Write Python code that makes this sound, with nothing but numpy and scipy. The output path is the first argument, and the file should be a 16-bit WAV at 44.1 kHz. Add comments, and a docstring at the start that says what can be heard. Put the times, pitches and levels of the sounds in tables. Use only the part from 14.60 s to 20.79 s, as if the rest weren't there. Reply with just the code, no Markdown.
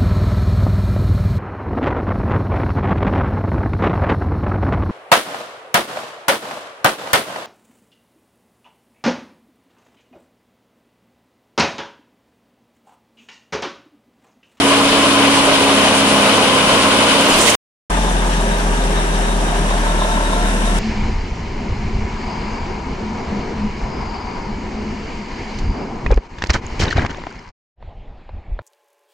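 """A broad roar of steel and ballast, a diesel at speed and a pump whine: a track tamping machine at night.
Layers of noise make the roar, wavering sines the engine, pump and gears; ringing steel clanks, air bursts.
After a short silence we stand near the idling engine: a deep exhaust hum, knock, squeak and clatter.
Its pitch settles, then sags as a load comes on; the knock grows and a small pump winds up to a whine."""
import sys
import numpy as np
from scipy import signal
from scipy.fft import rfft, irfft, next_fast_len
from scipy.io import wavfile

SR = 44100
rng = np.random.default_rng(int(sys.argv[2]) if len(sys.argv) > 2 else 0)


def pcm_store(signal):
    """Save signal as 16-bit PCM."""
    levels = np.round(np.clip(np.atleast_2d(signal), -1, 1) * 32767)
    wavfile.write(sys.argv[1], SR, levels.astype(np.int16).T)


N = 272979  # length in samples
WORK_END_S, IDLE_START_S = 2.953, 3.297  # silence lies between the two spots
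AIR_S, AIR_SWELL_S = 2.64, .2  # start and rise of the steady air
LABOUR_S, LABOUR_RISE_S = 0.83, 0.39  # the working engine begins to labour


def working_machine():
    """The first spot: engine, pump and gears reach the left side slightly late, amid roar, air and steel."""
    tones = working_diesel() + main_pump() + working_gears() + passing_tones()
    near = lagged(tones + shake(), lag_s=.00005)
    return near + roar() + escaping_air() + handling_bump() + clank()


# The roar's broad colour: (frequency [Hz], relative level per Hz [dB])
ROAR_COLOUR = [(15, -50), (25, -29), (53, -34.5), (70, -21.5), (96, -19.5), (136, -17.5), (240, -9),
               (274, -7), (359, -9.5), (1030, -10.5), (1800, -15.5), (3010, -13.5), (6560, -26),
               (9570, -29), (15500, -52)]
# Panels and ports that stand out: (frequency [Hz], width [Hz], boost [dB])
ROAR_PEAKS = [(593, 130, 5), (1050, 130, 5), (1495, 130, 2.5), (1810, 126, -3), (2485, 94, 2.5),
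              (3000, 244, 4.5), (9400, 1600, 7), (10400, 260, 6.5)]
# Which side is louder: (frequency [Hz], left minus right [dB])
ROAR_BALANCE = [(60, 1), (92, -2.5), (140, -0.5), (210, 0.5), (330, 2), (500, -2), (770, -0.5), (1170, -3),
                (1790, -4.5), (2740, 8), (4190, 3.5), (6410, 1.5), (9810, -16), (15000, 1.5)]
# How alike the two sides are, also for the air: (frequency [Hz], likeness [0-1])
ROAR_LIKENESS = [(60, 1), (300, 0.85), (640, 0.8), (1000, .62), (1500, 0.35), (1900, .12), (2600, 0.32),
                 (4000, .14), (15000, 0.1)]
ROAR_DB, ROAR_THINS_DB = -15, 2  # level, and its loss as the air swells


def roar():
    """Countless small impacts of steel and ballast add up to wide, coloured noise."""
    swell = ramp(AIR_S, AIR_SWELL_S)
    level = amp(ROAR_DB - ROAR_THINS_DB * swell ** 2)
    return level * wide_noise(ROAR_COLOUR, ROAR_PEAKS, ROAR_BALANCE, ROAR_LIKENESS,
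                              lag_s=.00009, patchy_db=1.03)


# Speed of the working diesel: (time [s], crank turns per second [Hz])
CRANK_SPEED = [(0, 35.75), (.45, 35.65), (1.15, 34.5), (1.65, 34.45), (2.2, 35.25), (2.95, 35.35)]
# Engine tones: (multiple of crank speed, level [dB])
WORK_ORDERS = [(2, -46), (3, -34), (5, -34.5), (12, -36)]
# The tone at six times crank speed: (time [s], level [dB])
SIXTH_LEVEL = [(0, -32.5), (.5, -27.5), (.9, -32.5), (1.2, -25.5), (1.7, -26), (2.0, -28), (2.4, -28),
               (2.95, -31.5)]


def working_diesel():
    """The turning crank and the firings give tones at multiples of the crank speed."""
    crank_hz, = in_time(CRANK_SPEED)
    lighter_db = before_labour_db()
    orders = sum(tone(k * crank_hz, db + lighter_db * (k > 3), waver_db=1.5, waver_rate=5)
                 for k, db in WORK_ORDERS)
    return orders + tone(6 * crank_hz, *in_time(SIXTH_LEVEL), waver_db=1.3, waver_rate=5)


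# The main pump: (time [s], piston rate [Hz], level [dB])
PUMP = [(0, 279, -20), (.6, 278.3, -19), (1.1, 275.1, -22), (1.75, 269.2, -25), (2.1, 270.6, -24.5),
        (2.5, 273.7, -20.5), (2.78, 280, -28), (2.95, 284, -35.5)]


def main_pump():
    """Each piston stroke pushes the oil once, so the pump whines at its piston rate."""
    return tone(*in_time(PUMP), waver_db=1.0, waver_rate=5)


# Steady tones of a shaft and gears at fixed speed: (frequency [Hz], level after labour sets in [dB])
GEARS = [(29.9, -46), (46.3, -42), (240, -38), (327.5, -38), (655, -34.5), (997.5, -33), (1206, -37)]


def working_gears():
    """Shaft and gears hold fixed speeds, so their tones keep their pitch."""
    lighter_db = before_labour_db()
    return sum(tone(hz, db + lighter_db, waver_db=2.5, waver_rate=3.0) for hz, db in GEARS)


# Tones that come and go as the load shifts:
# (frequency [Hz], loudest at [s], half length [s], level at the loudest [dB])
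SWELLS = [(452, .25, .3, -34), (447, 1.35, .4, -33), (1046, .55, .3, -29.5), (1106, .5, .6, -36),
          (506, 1.85, .7, -30), (535.5, 1.85, .7, -29.5), (146, 1.75, .7, -39), (620, .9, .7, -34),
          (618, 2.4, .5, -31), (1040, 2.2, .35, -32)]


def passing_tones():
    """As the load shifts, tones sing for a while: each swells and fades smoothly."""
    t = seconds()
    return sum(np.exp(-((t - s) / half_s) ** 2) * tone(hz, db, waver_db=1.5, waver_rate=4)
               for hz, s, half_s, db in SWELLS)


# Resonances of the loose steel: (frequency [Hz], width [Hz], relative level [dB])
SHAKE_MODES = [(450, 70, 4), (518, 130, 1.5), (610, 90, -3), (1020, 120, -5), (1430, 300, -9.5),
               (2100, 500, -13.5)]
SHAFT_HZ = 29.78  # turns per second of the eccentric shaft that shakes the tools
SHAKE_DB, SHAKE_LABOUR_DB = -25, 4  # level under labour, and how much labour adds
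SHAKE_BACK_DB = -5  # the return blow compared with the first


def shake():
    """Twice a turn the shaft throws loose steel against its stops: a blow and a short rattle."""
    turns = seconds() * SHAFT_HZ
    hits = blows(turns, jitter_db=2.5) + amp(SHAKE_BACK_DB) * blows(turns + .5, jitter_db=2.5)
    grit = .12 * rattle(hits, burst_s=.005) * rng.standard_normal(N)
    level_db = SHAKE_DB + SHAKE_LABOUR_DB * (ramp(LABOUR_S, LABOUR_RISE_S) - 1)
    return amp(level_db) * rms_one(ring(hits + grit, SHAKE_MODES))


# Steel meets steel: (time [s], starting level [dB])
CLANKS = [(2.607, -22), (2.64, -26), (2.698, -23.5)]
# Resonances of the tools: (frequency [Hz], width [Hz], relative level [dB])
CLANK_MODES = [(2460, 90, -4.5), (2840, 150, 7), (3130, 45, 0), (5200, 1800, -9.5)]
CLANK_DECAY_S = 0.037


def clank():
    """Short scraping blows ring the steel of the tools, louder on the left."""
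    scrape = sum(amp(db) * burst(s, .003, CLANK_DECAY_S) for s, db in CLANKS)
    return scrape * amp([[3], [-3]]) * rms_one(ring(rng.standard_normal(N), CLANK_MODES))


# Colour of the air: (frequency [Hz], relative level per Hz [dB])
AIR_COLOUR = [(1500, -7.5), (3000, 2), (4500, -3.5), (7500, -2.5), (10000, -5.5), (12000, -15),
              (15600, -11.5)]
# Which side is louder: (frequency [Hz], left minus right [dB])
AIR_BALANCE = [(2000, -18), (5000, 0.5), (7000, 0.5), (9500, -10.5), (12000, 10.5), (15000, -2)]
PUFF_S, PUFF_ATTACK_S, PUFF_DECAY_S, PUFF_DB = 2.597, .012, .022, -27  # a first short puff
AIR_START_DB, AIR_SWELL_DB = -31, 9.5  # then a steady flow: starting level and growth


def escaping_air():
    """Air rushing out is turbulent and hisses: a short puff, then a swell that holds."""
    swell = ramp(AIR_S, AIR_SWELL_S)
    puff = amp(PUFF_DB) * burst(PUFF_S, PUFF_ATTACK_S, PUFF_DECAY_S)
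    flow = puff + (swell > 0) * amp(AIR_START_DB + AIR_SWELL_DB * swell)
    return flow * wide_noise(AIR_COLOUR, [], AIR_BALANCE, ROAR_LIKENESS, lag_s=0, patchy_db=4.0)


BUMP_S, BUMP_ATTACK_S, BUMP_DECAY_S, BUMP_DB = 2.66, 0.086, .07, -29


def handling_bump():
    """A low bump from handling the microphone: deep noise that rises and dies away."""
    band = signal.butter(2, [18, 45], "band", fs=SR, output="sos")
    deep_noise = rms_one(signal.sosfilt(band, rng.standard_normal(N)))
    return amp(BUMP_DB) * burst(BUMP_S, BUMP_ATTACK_S, BUMP_DECAY_S) * deep_noise


LABOUR_DB = 1  # gears and upper engine tones grow by this much


def before_labour_db():
    """Level change [dB] of gears and upper engine tones: lowered until the engine labours."""
    return LABOUR_DB * (ramp(LABOUR_S, LABOUR_RISE_S) - 1)


CYCLE_START_S = 3.401  # a moment at which a cycle of six firings begins


def idling_engine():
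    """The firings drive hum, knock and clatter throb and set the gear pitch; most others keep their own pace."""
    firing_hz = idle_firing_hz()
    cycle = np.cumsum(firing_hz) / SR / 6  # six firings a cycle
    cycle -= cycle[round(CYCLE_START_S * SR)]
    raps, beat = knock(cycle)
    tones = exhaust_hum(firing_hz) + shaft_boom() + small_pump() + gear_mesh(firing_hz)
    tones += throbbing_tone() + late_hum() + racing_panels()
    near = amp([[.4], [-.4]]) * lagged(tones + raps, lag_s=-0.00021)
    near += amp([[2], [-2.5]]) * np.array([squeak(), squeak()])
    return near + amp([[-8], [4]]) * tick() + clatter(beat)


IDLE_HZ, OVERSPEED_HZ, SETTLE_S = 39.95, 4.5, .4  # firings per second: settles from above
LOAD_SAG_HZ = 1.5  # the load pulls the firing rate down
LOAD_S, LOAD_RISE_S = 4.8, .6  # the load comes on
EASE_S, EASE_DB_PER_S = 5.7, 35  # it eases; knock, pump whine and gear tone each take a share of this fall


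def idle_firing_hz():
    """Firings per second: the engine slows from above, then sags under the load."""
    overspeed = OVERSPEED_HZ * np.exp(-since_idle() / SETTLE_S)
    return IDLE_HZ - LOAD_SAG_HZ * engine_load() + overspeed


def engine_load():
    """How far the load has come on, from 0 to 1."""
    return ramp(LOAD_S, LOAD_RISE_S)


def ease_db():
    """Fall [dB] as the load eases; knock, pump whine and gear tone each take a share of it."""
    return EASE_DB_PER_S * np.maximum(seconds() - EASE_S, 0)


# Overtones of the hum: (multiple of firing rate, level against the hum [dB], gain under load [dB])
HUM_ORDERS = [(2, -25, 6.5), (3, -32, 5)]
# The tone at five times the firing rate: (time [s], level [dB])
FIFTH = [(3.3, -40), (3.8, -33.5), (5, -34), (6.19, -31.5)]
HUM_DB = -18


def exhaust_hum(firing_hz):
    """Each firing pushes gas through the exhaust: a deep hum at the firing rate, with overtones."""
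    load = engine_load()
    hum = tone(firing_hz, HUM_DB, waver_db=0.6, waver_rate=3.0)
    hum += sum(tone(k * firing_hz, HUM_DB + db + load_db * load, waver_db=.7, waver_rate=4)
               for k, db, load_db in HUM_ORDERS)
    return hum + tone(5 * firing_hz, *in_time(FIFTH), waver_db=1.5, waver_rate=5)


# Places of the raps in one cycle: (place in the cycle [0-1], low modes [dB], high modes [dB])
RAPS = [(.07, -11, -7), (.22, -12, -6), (.39, -5, -6), (.57, -4, 0), (.77, 0, -4), (.9, -6, -8)]
# Low resonances of the engine block: (frequency [Hz], width [Hz], relative level [dB])
BLOCK_LOW = [(545, 50, -4), (625, 60, 3), (705, 28, -3)]
# High resonances of the engine block: (frequency [Hz], width [Hz], relative level [dB])
BLOCK_HIGH = [(890, 60, -1), (965, 50, 0), (1040, 60, 2), (1680, 200, -12)]
KNOCK_DB, KNOCK_LOAD_DB = -35, 9  # level, and its gain under load


def knock(cycle):
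    """Each firing raps the block with a click and a short rattle; also gives the beat of the raps."""
    hits = [blows(cycle - place, jitter_db=1) for place, _, _ in RAPS]
    low = sum(amp(db) * hit for hit, (_, db, _) in zip(hits, RAPS))
    high = sum(amp(db) * hit for hit, (_, _, db) in zip(hits, RAPS))
    beat = rattle(high, burst_s=.008)
    grit = .03 * beat * rng.standard_normal(N)
    raps = rms_one(ring(low, BLOCK_LOW) + ring(high + grit, BLOCK_HIGH))
    level_db = KNOCK_DB + KNOCK_LOAD_DB * engine_load() - ease_db() / 2
    return amp(level_db) * raps, beat / beat.mean()


# Boom of a driven shaft: (multiple of shaft speed, level at full boom [dB])
BOOM_ORDERS = [(4, -30), (10, -32.5)]
SHAFT_OVERSPEED_HZ, SHAFT_SETTLE_S, SHAFT_SAG_HZ = 1.8, 1.0, .9
BOOM_EARLY_DB, BOOM_LATE_DB = -5, -11  # it booms most in between
BOOM_IN_S, BOOM_OUT_S, BOOM_TURN_S = 3.5, 5.0, .45


def shaft_boom():
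    """A driven shaft slows to the engine's pace, sags less under load, and booms for a while."""
    overspeed = SHAFT_OVERSPEED_HZ * (1 - ramp(IDLE_START_S, SHAFT_SETTLE_S))
    shaft_hz = IDLE_HZ - SHAFT_SAG_HZ * engine_load() + overspeed
    boom_db = BOOM_EARLY_DB * (1 - ramp(BOOM_IN_S, BOOM_TURN_S))
    boom_db += BOOM_LATE_DB * ramp(BOOM_OUT_S, BOOM_TURN_S)
    return sum(tone(k * shaft_hz, boom_db + db, waver_db=.6, waver_rate=4) for k, db in BOOM_ORDERS)


WHINE_S, WHINE_RISE_S, WHINE_START_HZ, WHINE_HZ = 4.97, .31, 1090, 1345.5
WHINE_DB, WHINE_SWELL_DB = -34.5, 36  # level at speed, gain while winding up


def small_pump():
    """A small pump winds up: pitch and level rise together to a whine, which weakens as the load eases."""
    wind_up = ramp(WHINE_S, WHINE_RISE_S)
    hz = WHINE_START_HZ + (WHINE_HZ - WHINE_START_HZ) * wind_up
    level_db = WHINE_DB - WHINE_SWELL_DB * (1 - wind_up) - ease_db() / 4
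    return (wind_up > 0) * tone(hz, level_db, waver_db=.8, waver_rate=5)


GEAR_S, GEAR_RISE_S, GEAR_DB = 4.95, .3, -33


def gear_mesh(firing_hz):
    """Gear teeth meeting under load sing at 70 teeth a crank turn; three firings make a turn."""
    mesh = tone(70 * firing_hz / 3, GEAR_DB - ease_db() / 2, waver_db=1.6, waver_rate=10)
    return ramp(GEAR_S, GEAR_RISE_S) * mesh


THROB_HZ, THROB_DB, THROB_PER_S = 708, -31, 3.35  # pitch, level at a top, swells per second
THROB_IN_S, THROB_RISE_S, THROB_TOP_S = 4.3, .6, 5.52  # start, rise, time of one top


def throbbing_tone():
    """A steady tone swells and sinks again and again."""
    swell = np.cos(np.pi * THROB_PER_S * (seconds() - THROB_TOP_S)) ** 2
    return ramp(THROB_IN_S, THROB_RISE_S) * swell * tone(THROB_HZ, THROB_DB, waver_db=2.5, waver_rate=8)


LATE_HUM_S, LATE_HUM_RISE_S, LATE_HUM_HZ, LATE_HUM_DB = 5.4, .45, 218, -33


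def late_hum():
    """A low, steady hum rises late."""
    return ramp(LATE_HUM_S, LATE_HUM_RISE_S) * tone(LATE_HUM_HZ, LATE_HUM_DB, waver_db=1, waver_rate=4)


# Panels that buzz while the engine races: (frequency [Hz], width [Hz], relative level [dB])
RACE_RING = [(870, 33, 5), (1025, 36, 1), (3180, 200, -22)]
RACE_RING_DB, RACE_RING_S = -27.5, 0.56  # starting level and decay time


def racing_panels():
    """Noise rings the panels while the engine still races, then the buzz dies away."""
    buzz = rms_one(ring(rng.standard_normal(N), RACE_RING))
    return amp(RACE_RING_DB) * np.exp(-since_idle() / RACE_RING_S) * buzz


# Chirps of the squeak: (time [s], added level [dB])
RUB_FLARES = [(3.37, 11), (3.46, 8), (3.51, 9), (3.6, 9), (3.79, 7), (3.94, 8), (4.22, 10), (4.38, 12),
              (4.55, 9), (4.69, 10.5), (4.87, 4), (5.12, 6), (5.3, 9), (5.43, 13), (5.53, 10), (5.66, 9),
              (5.75, 10), (5.85, 7), (6.07, 8), (6.16, -1)]
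RUB_HZ, RUB_CLIMB_HZ, RUB_CLIMB_S, RUB_RISE_S = 3610, 140, 3.55, .5  # the pitch climbs
RUB_DB, RUB_FLARE_S = -44, 0.041  # level between chirps, half length of a chirp


def squeak():
    """Friction excites a rough narrow band whose pitch wanders; it shimmers and chirps unevenly."""
    t = seconds()
    hz = RUB_HZ + RUB_CLIMB_HZ * ramp(RUB_CLIMB_S, RUB_RISE_S)
    level_db = RUB_DB + sum(db * np.exp(-((t - s) / RUB_FLARE_S) ** 2) for s, db in RUB_FLARES)
    phase = 2 * np.pi * np.cumsum(hz + 30 * drift(8)) / SR
    rub = drift(140) * np.sin(phase) + drift(140) * np.cos(phase)
    return amp(level_db) * rms_one(amp(1.5 * drift(20)) * rub)


# Resonances of the tick: (frequency [Hz], width [Hz], relative level [dB])
TICK_MODES = [(8220, 110, -13), (8530, 170, -6)]
TICK_S, TICK_PER_S, TICK_DB = 4.765, 13.56, -47.5  # time of one tick, ticks per second, level


def tick():
    """A short bright scrape that rings high, at a steady pace of its own."""
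    clicks = blows((seconds() - TICK_S) * TICK_PER_S, jitter_db=.5)
    scrape = rattle(clicks, burst_s=.02) * rng.standard_normal(N)
    return amp(TICK_DB) * rms_one(ring(9 * clicks + scrape, TICK_MODES))


# Colour of the clatter: (frequency [Hz], relative level per Hz [dB])
CLATTER_COLOUR = [(25, -12), (55, -8), (70, -12), (112, -29), (155, -8), (200, -5.5), (330, -10.5),
                  (470, -11), (900, -10), (1250, -14), (2300, -24.5), (4400, -32.5), (9300, -31),
                  (14200, -54)]
# Bands that stand out throughout: (frequency [Hz], width [Hz], boost [dB])
CLATTER_PEAKS = [(1550, 72, 3.5), (1735, 120, 4), (2860, 510, 3.5), (3470, 1100, 3), (5700, 810, 5),
                 (9830, 590, 4.5)]
# Further bands when running light: (frequency [Hz], width [Hz], boost [dB])
LIGHT_PEAKS = [(870, 51, 0), (950, 26, 7), (1040, 160, -6), (1390, 120, -4.5), (1630, 93, 2.5),
               (466, 20, -5)]
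# Further bands under load: (frequency [Hz], width [Hz], boost [dB])
LOADED_PEAKS = [(704, 75, -0.5), (806, 120, -4.5), (1210, 140, -8), (1430, 100, -1.5), (1700, 130, 0.5)]
# Which side is louder: (frequency [Hz], left minus right [dB])
CLATTER_BALANCE = [(60, 11), (92, -3), (140, -3), (210, 1), (330, -1), (500, 2.5), (770, 1), (1170, 2),
                   (1790, 0), (2740, 6.5), (4190, 4.5), (6410, 6.5), (9810, -14), (15000, -19)]
# How alike the two sides are: (frequency [Hz], likeness [0-1])
CLATTER_LIKENESS = [(60, 0.97), (300, 0.95), (640, 0.8), (1000, .42), (1500, 0.45), (2200, .15),
                    (15000, 0.05)]
CLATTER_DB, RACE_DB, RACE_S = -24.5, 2, 0.43  # level; extra while the engine races, its decay time


def clatter(beat):
    """The engine's clatter is wide noise that throbs with the firings and changes colour under load."""
    load = engine_load()
    light, loaded = (wide_noise(CLATTER_COLOUR, CLATTER_PEAKS + peaks, CLATTER_BALANCE, CLATTER_LIKENESS,
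                                lag_s=-0.00024, patchy_db=0.92)
                     for peaks in (LIGHT_PEAKS, LOADED_PEAKS))
    blend = np.sqrt(1 - load) * light + np.sqrt(load) * loaded
    race_db = RACE_DB * np.exp(-since_idle() / RACE_S)
    throb = 1 + 0.012 * (beat - 1)
    return amp(CLATTER_DB + race_db) * throb * blend


def seconds():
    """Time of every sample [s]."""
    return np.arange(N) / SR


def since_idle():
    """Time spent at the second spot [s], 0 before it."""
    return np.maximum(seconds() - IDLE_START_S, 0)


def amp(db):
    """Gain of a dB value."""
    return 10 ** (np.asarray(db) / 20)


def rms_one(x):
    """Scale to an average strength (rms) of 1."""
    return x / np.sqrt(np.mean(x ** 2) + 1e-20)


def in_time(rows):
    """Columns of a table as sample-by-sample curves."""
    s, *columns = np.transpose(rows)
    return [np.interp(seconds(), s, c) for c in columns]


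def at_hz(points, hz):
    """Read a spectrum on a log-frequency axis."""
    point_hz, values = np.transpose(points)
    return np.interp(np.log(hz), np.log(point_hz), values)


def ramp(start_s, rise_s):
    """0 before the start, 1 after the rise, straight in between."""
    return np.clip((seconds() - start_s) / rise_s, 0, 1)


def burst(start_s, attack_s, decay_s):
    """Straight attack to 1, then a dying tail."""
    tail_s = np.maximum(seconds() - start_s - attack_s, 0)
    return ramp(start_s, attack_s) * np.exp(-tail_s / decay_s)


def drift(rate):
    """Slow chance of spread 1, changing about rate times a second."""
    r = np.exp(-80 * np.pi * rate / SR)  # one step every 40 samples
    noise = rng.standard_normal(N // 40 + 2002)
    slow = signal.lfilter([1], [1, -2 * r, r * r], noise)[2000:]  # drop the filter's start
    return np.interp(np.arange(N) / 40, np.arange(len(slow)), rms_one(slow - slow.mean()))


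def tone(hz, level_db, waver_db, waver_rate):
    """A sine whose level and phase waver, as reflections from moving parts interfere."""
    phase = 2 * np.pi * (np.cumsum(hz * np.ones(N)) / SR + rng.random())
    phase += 0.16 * waver_db * drift(waver_rate)
    return np.sqrt(2) * amp(level_db + waver_db * drift(waver_rate)) * np.sin(phase)


def ring(drive, modes):
    """A drive through parallel resonances, signs alternating."""
    out = 0
    for k, (hz, width, db) in enumerate(modes):
        r = np.exp(-np.pi * width / SR)
        top = [(1 - r * r) / 2, 0, (r * r - 1) / 2]
        bottom = [1, -2 * r * np.cos(2 * np.pi * hz / SR), r * r]
        out = out + (-1) ** k * amp(db) * signal.lfilter(top, bottom, drive)
    return out


def blows(turns, jitter_db):
    """A click of slightly uneven strength at each whole turn."""
    whole = np.floor(turns)
    return np.diff(whole, prepend=whole[0]) * amp(jitter_db * rng.standard_normal(N))


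def rattle(clicks, burst_s):
    """The dying envelope that each click sets off."""
    return signal.lfilter([1], [1, -np.exp(-1 / (burst_s * SR))], clicks + 1e-18)


def lagged(x, lag_s):
    """One source at two microphone ports, the left one lag_s later."""
    t = np.arange(N)
    left = np.interp(t - max(lag_s, 0) * SR, t, x)
    right = np.interp(t + min(lag_s, 0) * SR, t, x)
    return np.array([left, right])


def wide_noise(colour, peaks, balance, likeness, lag_s, patchy_db):
    """Stereo noise in octave bands that flicker on their own; before flicker, rms 1 from 300 Hz to 10 kHz."""
    size = next_fast_len(N)
    hz = np.maximum(np.arange(size // 2 + 1) * SR / size, 1)
    level_db = at_hz(colour, hz) + sum(db / (1 + (2 * (hz - f) / width) ** 2) for f, width, db in peaks)
    alike = np.clip(at_hz(likeness, hz), 0, 1)
    mid, side = rfft(rng.standard_normal((2, size)))
    left, right = amp(at_hz(balance, hz) / 2), amp(-at_hz(balance, hz) / 2)
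    # offset the loudness that balance and likeness would add to the mix of both sides
    gain = amp(level_db) / np.sqrt(left ** 2 + right ** 2 + 2 * alike * left * right)
    pair = gain * np.array([left * np.exp(-2j * np.pi * hz * lag_s), right])
    pair *= np.sqrt(1 + alike) * mid + np.sqrt(1 - alike) * side * [[1], [-1]]
    main_band = pair.mean(axis=0)[(hz > 300) & (hz < 10000)]
    pair /= np.sqrt(2 * np.sum(np.abs(main_band) ** 2)) / size
    out, together = 0, drift(10)
    for step in range(10):
        # overlapping octave windows that sum to one
        window = np.cos(np.pi / 2 * np.clip(np.log2(hz / 31.25) - step, -1, 1)) ** 2
        flicker = amp(patchy_db * (together / 4 + drift(14)))
        out = out + flicker * irfft(pair * window, size)[:, :N]
    return out


def scene():
    """The two spots one after the other."""
    idle_fade = ramp(IDLE_START_S, .005)
    return working_machine() * (seconds() < WORK_END_S) + idling_engine() * idle_fade


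def record(dry):
    """The very top is dulled, peaks are rounded, then all above 15740 Hz is cut."""
    dulled = signal.sosfilt(signal.butter(2, 14500, fs=SR, output="sos"), dry)
    rounded = 1.494 * np.tanh(dulled / 1.436)
    return signal.sosfilt(signal.cheby2(30, 60, 15740, fs=SR, output="sos"), rounded)


dry = scene()
out = record(dry)
pcm_store(out)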